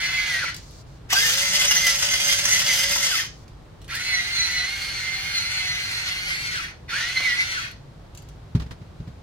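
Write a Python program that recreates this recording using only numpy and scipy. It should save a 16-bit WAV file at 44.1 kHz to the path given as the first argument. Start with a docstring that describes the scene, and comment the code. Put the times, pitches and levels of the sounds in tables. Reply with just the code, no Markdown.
"""A kitchen table, where two electric grinders season fish in four spells: pepper, salt, pepper, pepper.
Each motor drives a whining gear train that rattles in its housing and sags whenever a grain jams.
Salt crunches more, and hard grains crack: filtered noise bursts, as are the light clicks of handling.
At the end bumps on the microphone stand thud as decaying sines; low room rumble lies beneath."""
import sys
import numpy as np
from scipy import signal
from scipy.fft import rfft, irfft
from scipy.io import wavfile
from scipy.ndimage import map_coordinates

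SR = 44100
rng = np.random.default_rng(int(sys.argv[2]) if len(sys.argv) > 2 else 0)


def wav_record(signal):
    """Record a signal, one row per channel, as 16-bit PCM in the file named by sys.argv[1]."""
    frames = np.transpose(np.atleast_2d(signal))
    bounded = np.clip(frames, -1, 1)
    # unit amplitude maps onto the largest positive 16-bit level
    quanta = np.round(bounded * 32767).astype(np.int16)
    wavfile.write(sys.argv[1], SR, quanta)


N = 406865
TIME = np.arange(N) / SR
TEETH = 11  # mesh cycles per turn of the shaft

# resonances of the salt grinder's housing: (frequency [Hz], width [Hz], lift [dB])
SALT_HOUSING = [(2053, 220, 7.8), (3115, 810, 9.5), (5180, 580, 10.5), (6150, 1000, 16.3), (8000, 370, 1)]


def amp(db):
    """Decibels to gain."""
    return 10 ** (np.asarray(db) / 20)


def unit(x):
    """Scales to rms 1."""
    return x / np.sqrt(np.mean(x ** 2) + 1e-20)


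def read(points, hz):
    """Reads a table on a log-frequency axis."""
    f, value = np.transpose(points)
    return np.interp(np.log(hz + 1), np.log(f + 1), value)


def add(mix, s, sound):
    """Mixes a sound in at s seconds."""
    part = mix[..., max(round(s * SR), 0):][..., :sound.shape[-1]]
    part += sound[..., :part.shape[-1]]


def blend(a, b, share):
    """Mixes two signals so that b has the given share of the power."""
    share = np.clip(share, 0, 1)
    return np.sqrt(1 - share) * unit(a) + np.sqrt(share) * unit(b)


def wander(n, hz):
    """Slow chance of rms 1, with rates up to about hz."""
    rates = np.fft.rfftfreq(n, 1 / SR)
    return unit(irfft(rfft(rng.standard_normal(n)) / (1 + (rates / hz) ** 4), n))


def lifted(resonances, hz):
    """The dB that resonances add at a frequency."""
    return sum(lift / (1 + (2 * (hz - f) / width) ** 2) for f, width, lift in resonances)


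def above(value, knee, steepness):
    """A gain that is 1 well above the knee and falls away below it."""
    return 1 / (1 + (knee / (value + 1)) ** steepness)


def body(x, colour, resonances=(), size=4096):
    """Rings x through a causal filter: a smooth spectrum lifted by resonances."""
    hz = abs(np.fft.fftfreq(size, 1 / SR))
    log_gain = np.log(amp(read(colour, hz) + lifted(resonances, hz)))
    # minimum phase: the ring starts at once and only decays
    ring = np.fft.ifft(np.exp(np.conj(signal.hilbert(log_gain)))).real[:size // 2]
    return signal.oaconvolve(x, ring)[:len(x)]


def band(x, lo_hz, hi_hz):
    """The part of x between two frequencies."""
    hz = np.fft.rfftfreq(len(x), 1 / SR)
    return irfft(rfft(x) * ((hz > lo_hz) & (hz < hi_hz)), len(x))


def burst(t60, colour, resonances=(), size=4096):
    """A short crackle of peak 1 that builds in a moment and dies away."""
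    t = np.arange(size) / SR
    x = body(rng.standard_normal(size) * amp(-60 * t / t60), colour, resonances)
    x *= 1 - np.exp(-t / .002)
    return x / abs(x).max()


def pepper_grinder():
    """Tones and rattle of the pepper spells: softer grains, so the mill mostly whirs."""
    # presses of the button: (on [s], off [s], coasting time [s], free speed [turns/s], whine [relative dB],
    # rattle [relative dB], treble [dB re rattle], squeal [dB re rattle])
    spells = [(-0.4, 0.392, 0.18, 187.5, -29.5, -26.5, -13, -24.5),
              (3.872, 6.497, 0.29, 196.5, -33, -30.5, -10.5, -15.5),
              (6.869, 7.505, 0.278, 192.3, -32.5, -30, -12.5, -20)]
    # gear mesh and its side tone: (order [cycles/turn], level [dB re whine])
    mesh = [(11, 0), (12, -5.5)]
    # overtones of the mesh, a thin squeal: (order [cycles/turn], level [dB re squeal])
    high_mesh = [(22, 0), (23, -0.5), (24, -8), (33, -4), (34, -8)]
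    # other orders of the motor: (order [cycles/turn], level [relative dB])
    orders = [(3, -31), (4, -25), (5, -30), (8, -18), (9, -20), (10, -24), (14, -24), (15, -23), (16, -22),
              (18, -21)]
    # spectrum of the rattle: (frequency [Hz], level [relative dB])
    colour = [(100, -11.5), (450, -31.5), (800, -16), (1150, -10), (1600, -3.5), (2600, -3), (3300, 0),
              (3900, -5.5), (5000, -4.5), (5600, -6), (6500, -9), (7300, -13.5), (11500, -18), (15500, -23)]
    # resonances of the housing: (frequency [Hz], width [Hz], lift [dB])
    housing = [(1455, 110, 7.5), (2050, 560, 6.9), (4356, 400, 8.7), (6070, 330, 4.6), (9130, 710, 3.9),
               (10420, 370, 5.1)]
    # panel resonances that the squeal sweeps through: (frequency [Hz], width [Hz], lift [dB])
    panel = [(4203, 410, 9.5), (6040, 300, 9)]
    out = np.zeros((2, N))
    for spell in spells:
        add(out, *grinder(spell, mesh, high_mesh, orders, colour, housing, panel,
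                          repeat_share=0.27, grain_share=0.49, flutter_db=1.0, swell_db=0.53,
                          clatter_db=6.5, hum_db=-0.5, octave_db=-2, treble_follow=-0.38))
    return out


def salt_grinder():
    """Tones and rattle of the salt spell: hard grains take more of the power and crunch."""
    # presses of the button: (on [s], off [s], coasting time [s], free speed [turns/s], whine [relative dB],
    # rattle [relative dB], treble [dB re rattle], squeal [dB re rattle])
    spells = [(1.079, 3.06, 0.272, 192.1, -32.5, -20.5, -8, -17)]
    # gear mesh and its side tone: (order [cycles/turn], level [dB re whine])
    mesh = [(11, 0), (12, -14)]
    # overtones of the mesh, a thin squeal: (order [cycles/turn], level [dB re squeal])
    high_mesh = [(32, -8), (33, 0), (34, -8)]
    # other orders of the motor: (order [cycles/turn], level [relative dB])
    orders = [(1, -28), (3, -25), (4, -35), (5, -33), (8, -26), (9, -26), (10, -22), (16, -24)]
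    # spectrum of the rattle: (frequency [Hz], level [relative dB])
    colour = [(100, -34.5), (400, -11), (750, -5.5), (1150, -2), (1500, 5.5), (2500, 2), (3800, 2.5),
              (4600, 5.5), (5800, -6.5), (7200, -0.5), (9500, -3), (12000, -1.5), (15500, -10)]
    # panel resonances that the squeal sweeps through: (frequency [Hz], width [Hz], lift [dB])
    panel = [(4950, 300, 15.4), (6240, 180, 10.6)]
    out = np.zeros((2, N))
    for spell in spells:
        add(out, *grinder(spell, mesh, high_mesh, orders, colour, SALT_HOUSING, panel,
                          repeat_share=0.2, grain_share=0.64, flutter_db=2.5, swell_db=0.45,
                          clatter_db=4.5, hum_db=-0.6, octave_db=-3.5, treble_follow=0.36))
    return out


def grinder(spell, mesh, high_mesh, orders, colour, housing, panel, repeat_share, grain_share,
            flutter_db, swell_db, clatter_db, hum_db, octave_db, treble_follow):
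    """One spell: its start, then tones and rattle that share one shaft angle and fade as the shaft stops."""
    on, off, coast_s, free_speed, whine_db, rattle_db, treble_db, squeal_db = spell
    whine_low_hz, whine_steepness = 1370, 16  # below this pitch the housing radiates little whine
    rattle_low_speed, rattle_steepness = 74.4, 3.46  # turns/s below which the rattle dies away
    engage_s = 0.0083  # the slack in the gears is taken up before they rattle in full
    t = np.arange(max(on, 0), off + coast_s, 1 / SR)
    n = len(t)
    speed, whine_lift_db, rattle_lift_db, squeal_lift_db = motor(t, on, off, coast_s, free_speed)
    pace = speed / free_speed
    turns = np.cumsum(speed * (1 + 0.0012 * wander(n, 81))) / SR  # slight random jitter

    whine_gain = amp(whine_db + whine_lift_db) * above(TEETH * speed, whine_low_hz, whine_steepness)
    rattle_gain = amp(rattle_db + rattle_lift_db + swell_db * wander(n, 15))
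    rattle_gain *= above(speed, rattle_low_speed, rattle_steepness)
    rattle_gain *= 1 - np.exp(-(t - on) / engage_s)
    treble_gain = amp(treble_db + treble_follow * rattle_lift_db)

    rattle = gear_rattle(turns, pace, treble_gain, colour, housing, repeat_share, grain_share,
                         flutter_db, clatter_db)
    whine, hum, squeal = shaft_tones(turns, speed, pace, squeal_db + squeal_lift_db, mesh, high_mesh,
                                     orders, panel, hum_db, octave_db)
    tones = whine_gain * whine + rattle_gain * (hum + squeal)
    return t[0], np.array([tones, amp(-1.5) * rattle_gain * rattle]) * signal.windows.tukey(n, .01)


def motor(t, on, off, coast_s, free_speed):
    """Spin-up, sags at jams and coasting: speed in turns/s, and the lifts of whine, rattle and squeal in dB."""
    # a grain jams in the burr, presses the teeth together and drags the motor down: (deepest sag [s],
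    # half length [s], sag [turns/s], whine lift [dB], rattle lift [dB], squeal lift [dB])
    jams = [(0.208, 0.0374, 1.06, 6.5, 0, 2), (0.369, 0.059, 15.7, 3.5, 0, 0),
            (1.197, 0.041, 18.6, 11.5, 4.5, 7), (1.296, 0.064, 27, 10.5, 3.5, -4),
            (1.474, 0.039, 5, 10.5, 0, -7), (1.614, 0.026, 5.24, 10.5, 2, 2),
            (1.719, 0.031, 11.8, 12, 1.5, 16), (1.783, 0.024, 12, 12, 3, 13), (1.893, 0.05, 11, 11, 1.5, 1),
            (2.164, 0.043, 6.2, 6, -0.5, 5), (2.332, 0.058, 5.3, 8, 2, 1),
            (2.557, 0.038, 10.1, 15, 2.5, 11), (2.736, 0.04496, 10.3, 15, 1, 4),
            (2.839, 0.051, 7, 7, 1.5, -3), (3.046, 0.023, 2.7, 8, 3, 1), (4.201, 0.1, 20.3, 12.5, 2, 8),
            (4.458, 0.092, 18.1, 7, 3, 12.5), (4.611, 0.067, 17.1, 8, 2, 6.5),
            (5.076, 0.15, 7.04, -1, 0.5, 2), (5.418, 0.062, 13, 2, 3, 8), (5.717, 0.148, 14.3, 3.5, 2.5, 4),
            (5.951, 0.074, 5.95, -6, 1.5, 2), (6.13, 0.074, 10.8, 0, 2, 0), (6.319, 0.038, 5.65, 7, 3, -23),
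            (7.02, 0.075, 13.6, 5.5, 4, 0), (7.091, 0.0279, 3.01, 8, 0.5, 0),
            (7.192, 0.03, 5.54, 11, 4.5, 6), (7.321, 0.066, 15.4, 13, 4.5, 2),
            (7.419, 0.026, 4.6, 13.5, 4.5, -5)]
    spin_up_s = 0.055  # time constant
    coast_curve = 1.2  # friction stops the motor almost linearly
    load_lead, load_length = 0.49, 0.89  # shares of the half length: load peaks before the sag, and is briefer
    coast_whine_db, release_s = 9, 0.086  # once the drive lets go, the mesh rings more freely

    at, half_s, sag, whine_lift_db, rattle_lift_db, squeal_lift_db = np.transpose(jams)
    through = (t[:, None] - at) / half_s
    drag = np.exp(-through ** 2)
    load = np.exp(-((through + load_lead) / load_length) ** 2)
    driven = free_speed * (1 - np.exp(-(t - on) / spin_up_s)) - drag @ sag
    coasting = np.clip(1 - (t - off) / coast_s, 0, 1) ** coast_curve
    speed = np.maximum(driven, 0) * coasting
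    released = np.clip((t - off) / release_s, 0, 1)
    whine_lift = load @ whine_lift_db + coast_whine_db * released
    return speed, whine_lift, load @ rattle_lift_db, load @ squeal_lift_db


def shaft_tones(turns, speed, pace, squeal_db, mesh, high_mesh, orders, panel, hum_db, octave_db):
    """Whine, hum and squeal: partials locked to multiples of the shaft's turning."""
    n = len(turns)
    angle = 2 * np.pi * turns

    def line(order):
        """A partial of the shaft, wavering at random in phase and level."""
        phase = 2 * np.pi * rng.random() + .18 * wander(n, 40)
        return unit(np.cos(order * angle + phase) * amp(3.5 * wander(n, 25)))

    whine = sum(amp(db) * line(order) for order, db in mesh)
    # the low orders come from unbalance, which grows with speed squared
    hum = amp(hum_db) * sum(amp(db) * line(order) * (pace ** 2 if order < 7 else pace)
                            for order, db in orders)
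    # near half speed the mesh's octave swells as it sweeps through a resonance at 1850 Hz
    octave = 2 * TEETH
    hum += amp(octave_db) * line(octave) / (1 + ((octave * speed - 1850) / 350) ** 2)
    squeal = sum(amp(squeal_db + db + lifted(panel, order * speed)) * line(order)
                 for order, db in high_mesh)
    return whine, hum, squeal


def gear_rattle(turns, pace, treble_gain, colour, housing, repeat_share, grain_share,
                flutter_db, clatter_db):
    """Worn and loose teeth and snapping grains strike the housing, which rings."""
    n, size = len(turns), 160  # size: points of roughness around the wheel
    angle = 2 * np.pi * turns
    # worn teeth repeat one rough pattern every turn
    worn = map_coordinates(rng.standard_normal(size), [turns % 1 * size], order=3, mode="grid-wrap")
    # loose ones chatter at random as they meet
    chatter = rng.standard_normal(n) * (1 + 0.7 * np.cos(angle)) * (1 + .5 * np.cos(TEETH * angle))
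    # grains snap at random in the burr, 1500 a second on average
    grain_db = 3.5 * np.minimum(rng.exponential(1, n), 3)
    grains = (rng.random(n) < 1500 / SR) * rng.choice([-1, 1], n) * amp(grain_db)

    drive = blend(blend(chatter, worn, repeat_share), grains, grain_share)
    rattle = body(drive * amp(flutter_db * wander(n, 55)), colour, housing)
    rattle /= band(rattle, 2600, 7500).std()
    # slow gears clatter lower
    clatter = band(rattle, 1100, 2600)
    # hard-breaking grains fizz above the housing's main resonances
    fizz = band(rattle, 7500, SR / 2)
    rattle += clatter * (amp(clatter_db * (1 - pace)) - 1)
    rattle += fizz * (treble_gain / fizz.std() - 1)
    return rattle


def cracks():
    """Hard grains crack in the burr: a bright snap in the housing and a knock on the mill's body."""
    # (time [s], snap [relative dB], knock [relative dB])
    hard_grains = [(0.4372, -29, -35.5), (1.1274, 3, -25), (1.2327, -6, -37), (1.282, -5, -50),
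                   (1.5744, -17, -34.5), (1.7092, 4, -42), (1.7803, -10.5, -34), (1.8675, 4.5, -34),
                   (2.0243, 2, -33), (2.4523, 2, -48), (2.959, -10, -30.5), (7.2027, -16, -32.5)]
    snap_colour = [(400, -13), (1500, 0.5), (5000, -6), (15000, -8.5)]  # (frequency [Hz], level [dB])
    knock_colour = [(150, -13.5), (400, -6), (1000, 1.5), (1600, -4.5), (3000, -23.5)]
    out = np.zeros(N)
    for s, snap_db, knock_db in hard_grains:
        add(out, s, amp(snap_db - 5.0) * burst(t60=0.022, colour=snap_colour, resonances=SALT_HOUSING))
        add(out, s, amp(knock_db + 12) * burst(t60=0.012, colour=knock_colour))
    return out


def clicks():
    """Small hard things touch, each with its own ring."""
    # buttons, grains and handling: (time [s], level [relative dB], centre [Hz])
    touches = [(0.543, -25, 5100), (0.5637, -27.5, 6440), (0.5814, -36, 4900), (0.7094, -43, 4180),
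               (3.2393, -47, 5030), (3.479, -42.5, 4860), (3.8162, -41, 3410), (3.8437, -40, 3500),
               (3.879, -37, 2400), (3.9517, -21, 4570), (7.712, -34.5, 4200), (8.149, -37.5, 6300),
               (8.174, -33.5, 7450), (8.1894, -42, 6720), (8.221, -42, 13290), (8.287, -41.5, 5470)]
    colour = [(500, -17), (3000, 2.5), (7000, 1.0), (15000, -7.0)]  # (frequency [Hz], level [dB])
    out = np.zeros(N)
    for s, db, hz in touches:
        add(out, s, amp(db + 5.0) * burst(t60=0.013, colour=colour, resonances=[(hz, 1500, 7)]))
    return out


def bumps():
    """Each bump sets the stand thudding in its low modes and ticks at each microphone."""
    # (time [s], thud [relative dB], tick [dB])
    knocks = [(8.549, -3.5, -23.5), (8.597, -25, -26), (8.618, -24, -31), (8.661, -25.5, -39),
              (8.708, -25, -27.5), (8.814, -26.5, -43), (9, -20.5, -43), (9.074, -22.5, -39)]
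    # modes of the stand: (frequency [Hz], level [relative dB], t60 [s])
    modes = [(65.3, -15.5, 0.58), (119, 10.5, 0.048), (157.6, -7.5, 0.18), (226, -4, 0.078),
             (404, -24, 0.13)]
    # spectrum of the tick: (frequency [Hz], level [relative dB])
    tick_colour = [(200, 15.5), (600, 8), (1300, 4.5), (2200, 2.5), (5000, -1.5), (8000, -13.5),
                   (15000, -23)]
    out = np.zeros((2, N))
    t = np.arange(SR // 2) / SR
    thud = sum(amp(db - 60 * t / t60) * -np.sin(2 * np.pi * hz * t) for hz, db, t60 in modes)
    thud *= 1 - np.exp(-(t / 0.0034) ** 2)  # a soft push takes a few milliseconds to build
    thud /= abs(thud).max()
    for s, thud_db, tick_db in knocks:
        add(out, s, amp(thud_db - 4.5) * thud)
        for channel in out:
            add(channel, s, amp(tick_db) * burst(t60=0.11, colour=tick_colour))
    return out


def microphones(x):
    """The nearer microphone hears the moving grinder a little earlier and louder."""
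    # where the grinder is held: (time [s], lead of the left microphone [ms])
    side = [(0.2, -0.061), (0.45, 0.054), (1.2, 0.15), (1.72, 0.091), (2.05, -0.12), (2.5, -0.11),
            (3.05, 0.11), (4.3, -0.13), (5, 0.047), (6.25, 0.18), (6.5, 0.3), (6.95, 0.029), (7.28, 0.013),
            (7.48, 0.27)]
    lead_ms = np.interp(TIME, *np.transpose(side))
    half_lead = lead_ms * SR / 2000  # samples, earlier on one side and later on the other
    places = [TIME * SR + half_lead, TIME * SR - half_lead]
    balance_db = 4 * lead_ms - .7
    return np.array([map_coordinates(x, [p], order=3) for p in places]) * amp([balance_db, -balance_db])


def kitchen(x, early_db=4, early_t60=0.039, count=4):
    """Early reflections off table and plate, then a short tail; their pattern cycles twice a second."""
    # decay of the tail: (frequency [Hz], t60 [s])
    decay = [(200, 0.18), (2000, 0.28), (6000, 0.32), (15000, 0.027)]
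    out = np.zeros((2, N))
    for k in range(count):
        # sparse random echoes, 4000 a second on average
        taps = rng.choice([-1., 1.], (2, SR // 2)) * (rng.random((2, SR // 2)) < 4000 / SR)
        taps[:, :SR // 700] = 0  # no echo before 1.4 ms
        hz, t, z = signal.stft(taps, SR, nperseg=256)
        fade = amp(-60 * t / read(decay, hz)[:, None]) + amp(early_db - 60 * t / early_t60)
        tail = signal.istft(z * fade, SR, nperseg=256)[1]
        tail /= np.linalg.norm(tail, axis=1, keepdims=True)
        # each pattern takes its turn, as if the hands moved
        turn = np.maximum(np.cos(2 * np.pi * (2 * TIME + k / count)), 0)
        out += signal.fftconvolve((x * turn)[None], tail, axes=1)[:, :N]
    return out


def air():
    """Low room rumble, most alike in both microphones at the bottom, with spells of faint diffuse hiss."""
    # spectrum of the rumble: (frequency [Hz], level [relative dB])
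    rumble_colour = [(20, -20.5), (50, -1), (80, -5.5), (115, -3.5), (160, -7.5), (200, -16.5),
                     (240, -17.5), (300, -17.5), (500, -20), (1000, -24.5), (2600, -35.5), (4000, -35.5),
                     (6000, -42), (16000, -57.5)]
    # (frequency [Hz], left-right likeness [correlation])
    likeness = [(60, 1), (150, 0.9), (300, 0.59), (700, 0.14), (2000, 0.16), (10000, 0.063)]
    # a faint high hiss lingers after the first two spells: (start [s], length [s], level [dB])
    hiss_spells = [(0.574, 0.264, -52.5), (0.86, 0.13, -62.5), (3.266, 0.19, -59.5)]
    hiss_colour = [(1500, -27.0), (4500, 2.5), (6800, -1), (11000, -17), (15000, -17.5)]
    hz = np.fft.rfftfreq(N, 1 / SR)
    a, b = rfft(rng.standard_normal((2, N)))
    same = np.clip(read(likeness, hz), -1, 1)
    pair = np.array([a, same * a + np.sqrt(1 - same ** 2) * b])
    rumble = irfft(pair * amp(read(rumble_colour, hz)), N)
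    hiss = np.array([unit(body(noise, hiss_colour)) for noise in rng.standard_normal((2, N))])
    level = np.zeros(N)
    for s, length, db in hiss_spells:
        add(level, s, amp(db) * signal.windows.tukey(round(length * SR), .2))
    return amp(-43.5) * unit(rumble) + hiss * level


def scene():
    """Grinders, clicks and bumps in a small kitchen; the bumps reach the microphones through their stand."""
    tones, rattle = pepper_grinder() + salt_grinder()
    rattle += cracks()
    taps = clicks()
    direct = microphones(amp(-3.0) * tones + amp(-6.0) * rattle + amp(-3.5) * taps)
    room = kitchen(amp(-11) * tones + amp(-4) * (rattle + taps))
    return direct + room + bumps() + air()


def record(dry):
    """The recorder's band limit: a steep low-pass at 16 kHz."""
    low_pass = signal.firwin(511, 16000, window=("kaiser", 9), fs=SR)
    return signal.oaconvolve(dry, low_pass[None], "same")


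dry = scene()
out = record(dry)
wav_record(out)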